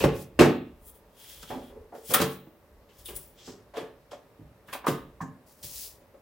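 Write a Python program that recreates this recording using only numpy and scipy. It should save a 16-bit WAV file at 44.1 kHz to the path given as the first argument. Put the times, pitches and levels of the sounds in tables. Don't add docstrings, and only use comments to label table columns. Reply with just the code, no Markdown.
import sys
import numpy as np
from scipy import signal
from scipy.fft import rfft, irfft, next_fast_len
from scipy.io import wavfile
from scipy.ndimage import uniform_filter1d

SR = 44100
rng = np.random.default_rng(int(sys.argv[2]) if len(sys.argv) > 2 else 0)


def output_pcm(signal):
    pcm = np.clip(np.atleast_2d(signal).T, -1, 1) * 32767
    wavfile.write(sys.argv[1], SR, np.round(pcm).astype(np.int16))


N = 273861


def from_db(db):
    return 10 ** (np.asarray(db) / 20)


def rms_one(x):
    return x / np.sqrt(np.mean(x ** 2) + 1e-20)


def at_hz(points, hz):
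    point_hz, values = np.array(points).T
    return np.interp(np.log(hz), np.log(point_hz), values)


def bins_hz(length):
    return np.maximum(np.fft.rfftfreq(length, 1 / SR), 1)


def panned(db):
    return from_db(np.multiply.outer([.5, -.5], db))


def left_right(mid, side, mid_power, side_power):
    return np.sqrt(mid_power) * mid + np.sqrt(side_power) * side * np.array([[1], [-1]])


def spread(share):
    mid, side = rng.standard_normal((2, N))
    return left_right(mid, side, 1 - share, share)


def drift(rate_hz):
    step, settle = 40, 2000
    r = np.exp(-2 * np.pi * rate_hz * step / SR)
    white = rng.standard_normal(N // step + 2 + settle)
    slow = signal.lfilter([1], [1, -2 * r, r * r], white)[settle:]
    return np.interp(np.arange(N) / step, np.arange(len(slow)), rms_one(slow))


def ring(x, hz, t60_s):
    r = from_db(-60 / (t60_s * SR))
    w = 2 * np.pi * hz / SR
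    return signal.lfilter([0, np.sin(w)], [1, -2 * r * np.cos(w), r * r], x + 1e-18)


def narrow(hz, width_hz):
    t60_s = np.log(1000) / np.pi / width_hz
    return rms_one(ring(rng.standard_normal(N), hz, t60_s))


def band(x, low_hz, high_hz):
    return signal.sosfilt(signal.butter(2, [low_hz, high_hz], "band", fs=SR, output="sos"), x)


def highpass(x, low_hz):
    return signal.sosfilt(signal.butter(2, low_hz, "high", fs=SR, output="sos"), x)


def coloured(x, spectrum):
    hz = bins_hz(N)
    bass_fall = np.minimum(1, hz / spectrum[0][0]) ** 2
    return rms_one(irfft(rfft(x) * from_db(at_hz(spectrum, hz)) * bass_fall, N))


def banded(white, gain_at):
    # hz, correlation
    likeness = [(60, 1), (250, 0.81), (1000, 0.74), (3000, 0.15), (10000, 0.53)]
    edges_hz = 22 * 2 ** np.arange(0, 9.8, .5)
    out = 0
    for k, (low, high) in enumerate(zip(edges_hz, edges_hz[1:])):
        mid, side = band(white[k % 2], low, high)
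        hz = np.sqrt(low * high)
        alike = at_hz(likeness, hz)
        out = out + gain_at(hz) * left_right(mid, side, 1 + alike, 1 - alike)
    return out


def machine(patchy_db):
    # hz, relative_level_db (per Hz)
    fan_colour = [(15, -35), (25, -14), (64, 3), (285, -2.5), (427, -5), (476, -7), (560, -18.5),
                  (754, -7.5), (911, -4.5), (1440, -20), (1700, -12), (2160, -17.5), (8830, -29.5),
                  (13600, -25.5), (16000, -41)]
    # pitch_hz, width_hz, level_db
    whines = [(442, 40, -68.5), (573.4, 72, -65), (1150, 120, -76)]
    # time_s, level_db
    shudder_level = [(0.0, -38), (0.05, -39), (0.31, -66), (0.41, -32.5), (0.55, -63), (0.81, -52.5),
                     (1.19, -70.5), (1.38, -53.5), (1.66, -56), (1.8, -47), (1.94, -73), (2.16, -57),
                     (2.56, -74.5), (2.8, -55), (2.9, -70), (3.11, -45), (3.34, -66), (4.39, -70.5),
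                     (4.44, -53.5), (4.6, -75), (5.0, -53), (5.57, -80), (5.67, -56.5), (6.21, -73)]

    def band_gain(hz):
        return from_db(at_hz(fan_colour, hz) + patchy_db * drift(2.2))

    fan = from_db(-61) * rms_one(banded(rng.standard_normal((2, 2, N)), band_gain))
    whine = sum(from_db(db) * narrow(hz, width_hz) for hz, width_hz, db in whines)
    time_s, level_db = np.transpose(shudder_level)
    shudder_gain = from_db(np.interp(np.arange(N) / SR, time_s, level_db))
    shudder = shudder_gain * rms_one(band(narrow(54.6, width_hz=35), 28, 92))
    return fan + whine + shudder


def room(x):
    # hz, t60_s
    decay = [(60, 0.61), (250, 0.45), (1000, 0.36), (4000, 0.46), (9000, 0.095), (15000, 0.72)]
    paths_ms = [
        [5.3, 7.1, 8.9, 11.3, 13.9, 16.7, 19.1, 22.3, 25.9, 29.3, 33.1, 37.7],
        [6.1, 9.7, 12.1, 14.9, 17.3, 20.9, 23.3, 27.1, 31.3, 35.3],
    ]
    scatter_ms = [1.3, 2.9, 4.7]
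    # hz, correlation
    echo_likeness = [(60, .99), (250, .96), (500, .88), (1000, .75), (2000, .68), (8000, .55)]
    size = next_fast_len(N + SR)
    hz = bins_hz(size)

    def delay(ms):
        return np.exp(-2j * np.pi * hz * ms / 1000)

    def circling(ms, sign):
        trip = from_db(loss_db_per_ms * ms) * delay(ms)
        return sign * trip / (1 - trip)

    loss_db_per_ms = at_hz([(f, -.06 / t60_s) for f, t60_s in decay], hz)
    echoes = np.array([sum(circling(ms, (-1) ** k) for k, ms in enumerate(row)) for row in paths_ms])
    broad_power = uniform_filter1d(abs(echoes) ** 2, size=size // 600, axis=1)
    mid, side = echoes / np.sqrt(broad_power)
    scatter = np.prod([(delay(ms) - .6) / (1 - .6 * delay(ms)) for ms in scatter_ms], axis=0)
    alike = at_hz(echo_likeness, hz)
    answer = scatter * left_right(mid, side, 1 + alike, 1 - alike)
    return irfft(rfft(x.mean(axis=0), size) * answer, size)[:, :N]


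def sliding(rough_db, unlike):
    # full_speed_s, swell_s, hold_s, fade_s, sheet_hiss_db, edge_rasp_db, guide_rub_db
    strokes = [(0.001, 0.0056, 0.053, 0.04, -39.5, -68, -44.5), (0.159, .06, 0.069, 0.083, -48.5, -62, -56),
               (0.88, 0.1, 0.019, 0.059, -46, -68, -87), (0.95, 0.038, .01, 0.1, -56, -72, -79),
               (1.202, 0.12, 0.044, 0.14, -53.5, -58.5, -62.5),
               (1.298, .12, 0.027, 0.48, -48.5, -53.5, -56), (1.428, .03, 0.0063, 0.039, -55, -56, -54.5),
               (1.493, 0.05, 0.014, 0.19, -55, -51, -59.5), (1.632, .1, 0.075, 0.032, -68, -68, -84),
               (1.954, 0.039, 0.033, 0.073, -59, -70, -64), (2.112, 0.09, 0.0085, 0.032, -31, -45, -41.5),
               (2.139, 0.0072, .008, 0.045, -13.5, -23, -44), (2.189, 0.044, 0.025, .15, -37, -38.5, -54),
               (2.312, 0.084, 0.024, 0.099, -50, -68, -59.5), (2.931, .07, .04, .1, -68, -76, -71.5),
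               (2.994, 0.047, 0.011, 0.16, -54, -67, -62), (3.056, 0.013, 0.05, 0.074, -42.5, -58.5, -69.5),
               (3.164, 0.034, .005, 0.029, -35, -57, -61), (3.191, 0.033, 0.036, 0.19, -48.5, -73.5, -64.5),
               (3.391, .06, 0.026, 0.11, -81, -58.5, -63.5), (3.467, 0.089, 0.036, 0.15, -61, -62.5, -52),
               (3.769, 0.029, 0.0071, 0.13, -71, -46, -62), (4.114, 0.011, 0.008, .12, -75, -56, -57),
               (4.678, 0.029, 0.026, 0.066, -60, -63.5, -69.5),
               (4.733, 0.018, 0.0092, 0.076, -39.5, -43, -68),
               (4.867, 0.0071, 0.0048, 0.15, -35.5, -46.5, -44.5),
               (5.213, 0.0092, 0.005, 0.055, -59, -66.5, -56.5),
               (5.469, 0.013, 0.055, 0.084, -60.5, -89, -68), (5.63, 0.004, 0.02, 0.14, -40, -54, -46.5),
               (5.765, 0.22, 0.087, 0.15, -38.5, -77, -46)]
    # hz, relative_level_db (per Hz)
    sheet_colour = [(4000, -17.5), (7000, -7.5), (10000, 1), (13000, -3), (15500, 2.5)]
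    # hz, relative_level_db (per Hz)
    rasp_colour = [(900, -22), (1700, -13), (2600, -12), (3050, -7), (3300, 0), (3550, -6), (4000, -12),
                   (6000, -26)]
    # hz, relative_level_db (per Hz)
    scrape_colour = [(2500, -9.5), (4000, -4.5), (5200, 0.5), (6500, -2.5), (8000, -4), (11000, -50)]
    range_db = 30
    t = np.arange(0, N, 32) / SR
    gains = 0
    for start, swell, hold, fade, *levels_db in strokes:
        before = (start - t) / max(swell, .002)
        after = (t - start - hold) / max(fade, .002)
        away = np.maximum(np.maximum(before, after), 0)
        gains = gains + np.outer(from_db(levels_db), from_db(-range_db * away))
    out = 0
    for gain, colour in zip(gains, [sheet_colour, rasp_colour, scrape_colour]):
        grip = spread(unlike) * from_db(rough_db * drift(220))
        out = out + np.interp(np.arange(N) / SR, t, gain) * coloured(grip, colour)
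    return out


def pings():
    # start_s, relative_level_db, most_excited_hz
    chinks = [(2.0544, -33.5, 8900), (2.9851, -44, 15100), (3.057, -29.5, 9100), (3.162, -19.5, 10300)]
    # pitch_hz, relative_level_db, t60_s
    steel_modes = [(8040, -2, .03), (9250, -6, .07), (9390, -6, .06), (10230, -5, .09), (10300, -1, .13),
                   (10420, -4, .09), (14950, 2, .07), (15200, 0, .06)]
    out, age = np.zeros(N), np.arange(SR // 20) / SR
    for start, db, best_hz in chinks:
        rattle = np.zeros(N)
        rattle[round(start * SR):][:len(age)] = rng.standard_normal(len(age)) * np.exp(-age / .005)
        for hz, mode_db, t60_s in steel_modes:
            octaves_away = abs(np.log2(hz / best_hz))
            out += from_db(db + mode_db - 34 - 15 * octaves_away) * ring(rattle, hz, t60_s)
    return out * panned(7.8)[:, None]


def blows(ring_db):
    # start_s, level_db, strongest_hz,
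    # fall_below_db_per_octave, fall_above_db_per_octave, contact_s
    hits = [(.002, -28, 500, 0, 4, 0.069), (.004, -29.5, 2640, 12, 10.5, 0.044),
            (.038, -8.5, 473, 2.5, 6.5, 0.013), (0.041, -7.5, 116, -7, 20, 0.011),
            (.078, -19, 420, 20, 26, 0.023), (0.126, -26, 315, 29, 12.5, 0.0084),
            (.39, -8.5, 278, 17, 4.5, 0.042), (0.391, -4.5, 135, 13, 7, 0.016),
            (.408, -8, 403, 14, 4, 0.015), (.418, -13, 546, 3.5, 9, 0.014),
            (0.392, -18, 2540, 9, 6.5, 0.023), (.417, -17.5, 1700, 5, 10.5, 0.023),
            (0.457, -10.5, 530, 3, 7, 0.0053), (.484, -14.5, 293, 32, 16, 0.023),
            (1.425, -41, 1400, 1.5, 3, 0.015), (1.498, -32, 676, 3.5, 8, 0.056),
            (1.509, -31.5, 890, 6, 17, 0.024), (1.543, -32.5, 254, 18, 9, 0.042),
            (1.696, -44.5, 450, 14, 8, 0.038), (1.755, -37, 442, 13, 14.5, 0.037),
            (1.92, -36, 710, 8, 14.5, 0.032), (1.946, -35, 460, 11.5, 8, 0.023),
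            (2.09, -32.5, 145, 9, 5.5, 0.033), (2.103, -28, 495, 10, 5, 0.09),
            (2.14, -15.5, 1300, 4.5, 4.5, 0.024), (2.2, -19.5, 416, 2.5, 3.5, 0.021),
            (2.211, -23.5, 187, 0.5, 5, 0.032), (2.214, -21.5, 445, 4, 1, 0.016),
            (2.465, -42, 301, 11.5, 8.5, 0.024), (2.884, -54, 2910, 6, 7, 0.025),
            (2.985, -63, 580, 2, 1.5, 0.013), (3.055, -36, 3450, 22, 16, 0.015),
            (3.081, -35, 3000, 27, 10, 0.011), (3.082, -42, 392, 4.5, 2.5, 0.047),
            (3.159, -49.5, 424, -2, -1, 0.014), (3.472, -38.5, 409, 3.5, 6.5, 0.039),
            (3.579, -46.5, 413, 8.5, 6, 0.017), (3.59, -46, 121, 6, 20, 0.025),
            (3.735, -36.5, 633, 17, 6.5, 0.069), (3.767, -26.5, 473, 13, 5, 0.033),
            (3.786, -31.5, 1190, 8.5, 21.5, 0.0056), (3.805, -37, 353, 1, 4.5, 0.016),
            (4.112, -36, 448, 19, 4, 0.016), (4.128, -31.5, 644, 16, 8, 0.015),
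            (4.389, -42, 306, -2.5, 13, 0.023), (4.416, -43, 157.5, 0, 14, 0.036),
            (4.491, -48, 120.3, 6.5, 18, .04), (4.679, -44.5, 1790, 1, 9, 0.034),
            (4.726, -30, 1070, 8.5, 3.5, 0.017), (4.728, -35, 2400, 4, 6, 0.018),
            (4.748, -27.5, 760, 13, 15, 0.012), (4.84, -31.5, 1030, 7.5, 12, 0.03),
            (4.867, -13, 1160, 6.5, 13, 0.0093), (4.878, -18.5, 299, 5, 3.5, 0.019),
            (4.884, -27, 154, 5, 3.5, 0.03), (5.204, -26, 1027, 17, 19.5, 0.019),
            (5.208, -37, 1710, 3, 22.5, 0.018), (5.212, -47.5, 6800, 11.5, 14.5, 0.025),
            (5.21, -28.5, 149.6, 8, 14.5, 0.035), (5.221, -31.5, 245, 5.5, 15, 0.022),
            (5.276, -39, 220, 4, 16.5, 0.027), (5.634, -40.5, 148, -7, 5, 0.016),
            (6.005, -53, 564, 0, 3.5, 0.021), (6.137, -40.5, 570, 13, 12, 0.015)]
    # pitch_hz, relative_level_db, t60_s
    tray_modes = [(121.3, 2, 0.16), (147.1, 2.5, .25), (199, -6.5, 0.22), (227.5, -2.5, 0.22),
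                  (267.2, 0.5, 0.14), (301.5, -4.5, 0.23), (382, -3, 0.19), (400, -2.5, .12),
                  (454, -1, 0.18), (538, 2, 0.14), (584, 9, 0.027), (683, -10.5, .07), (815, -14, 0.0594),
                  (950, -10, 0.017), (1093, -24.5, 0.017), (1580, 1.5, 0.031)]
    # hz, power_share
    unlike = [(145, .01), (300, .025), (600, .05), (1300, .1), (2900, .16), (8400, .22)]
    lowest_hz = 93.3
    spot_db, spot_octaves = 6, .18
    thud, age = np.zeros((2, N)), np.arange(8192) / SR
    hz = bins_hz(len(age))
    share = at_hz(unlike, hz)
    for start, level_db, strongest_hz, below_db, above_db, contact_s in hits:
        at = round(start * SR)
        rise_s = .003 * np.exp(-.0534 * (level_db + 30))
        shape = (1 - np.exp(-(age / rise_s) ** 2)) * np.exp(-age / max(contact_s, .001))
        octaves = np.log2(hz / strongest_hz)
        slope_db = abs(octaves) * np.where(octaves < 0, below_db, above_db)
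        octave_db = spot_db * (np.exp(-(octaves / spot_octaves) ** 2) - 1) - slope_db
        colour = from_db(level_db + octave_db) * np.sqrt(SR / hz) / (1 + (lowest_hz / hz) ** 2)
        mid, side = rfft(rng.standard_normal((2, len(age))))
        burst = shape * irfft(colour * left_right(mid, side, 1 - share, share))
        burst_rms = np.sqrt(np.mean(colour ** 2) * np.mean(shape ** 2))
        thud[:, at:at + len(age)] += (burst_rms * rms_one(burst))[:, :N - at]
    thud = highpass(thud, lowest_hz)
    tray = 0
    for k, (mode_hz, db, t60_s) in enumerate(tray_modes):
        tray = tray + (-1) ** k * from_db(db) * ring(thud, mode_hz, t60_s)
    return thud + from_db(ring_db) * tray


def scene():
    struck = blows(ring_db=-52) + pings()
    rubbed = sliding(rough_db=1.5, unlike=.2)
    answer = room(from_db(-10) * struck + from_db(-21) * rubbed)
    return struck + rubbed + answer + machine(patchy_db=.6)


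def record(dry):
    # hz, left_over_right_db
    lean = [(300, -1), (2000, 0), (6000, 1), (9000, 1.5), (13000, 5.5)]
    leaning = irfft(rfft(dry) * panned(at_hz(lean, bins_hz(N))), N)
    thinned = highpass(leaning, 40)
    rounded = thinned / (1 + (thinned / .9) ** 4) ** .25
    return signal.sosfilt(signal.ellip(10, .5, 60, 16000, fs=SR, output="sos"), rounded)


dry = scene()
out = record(dry)
output_pcm(out)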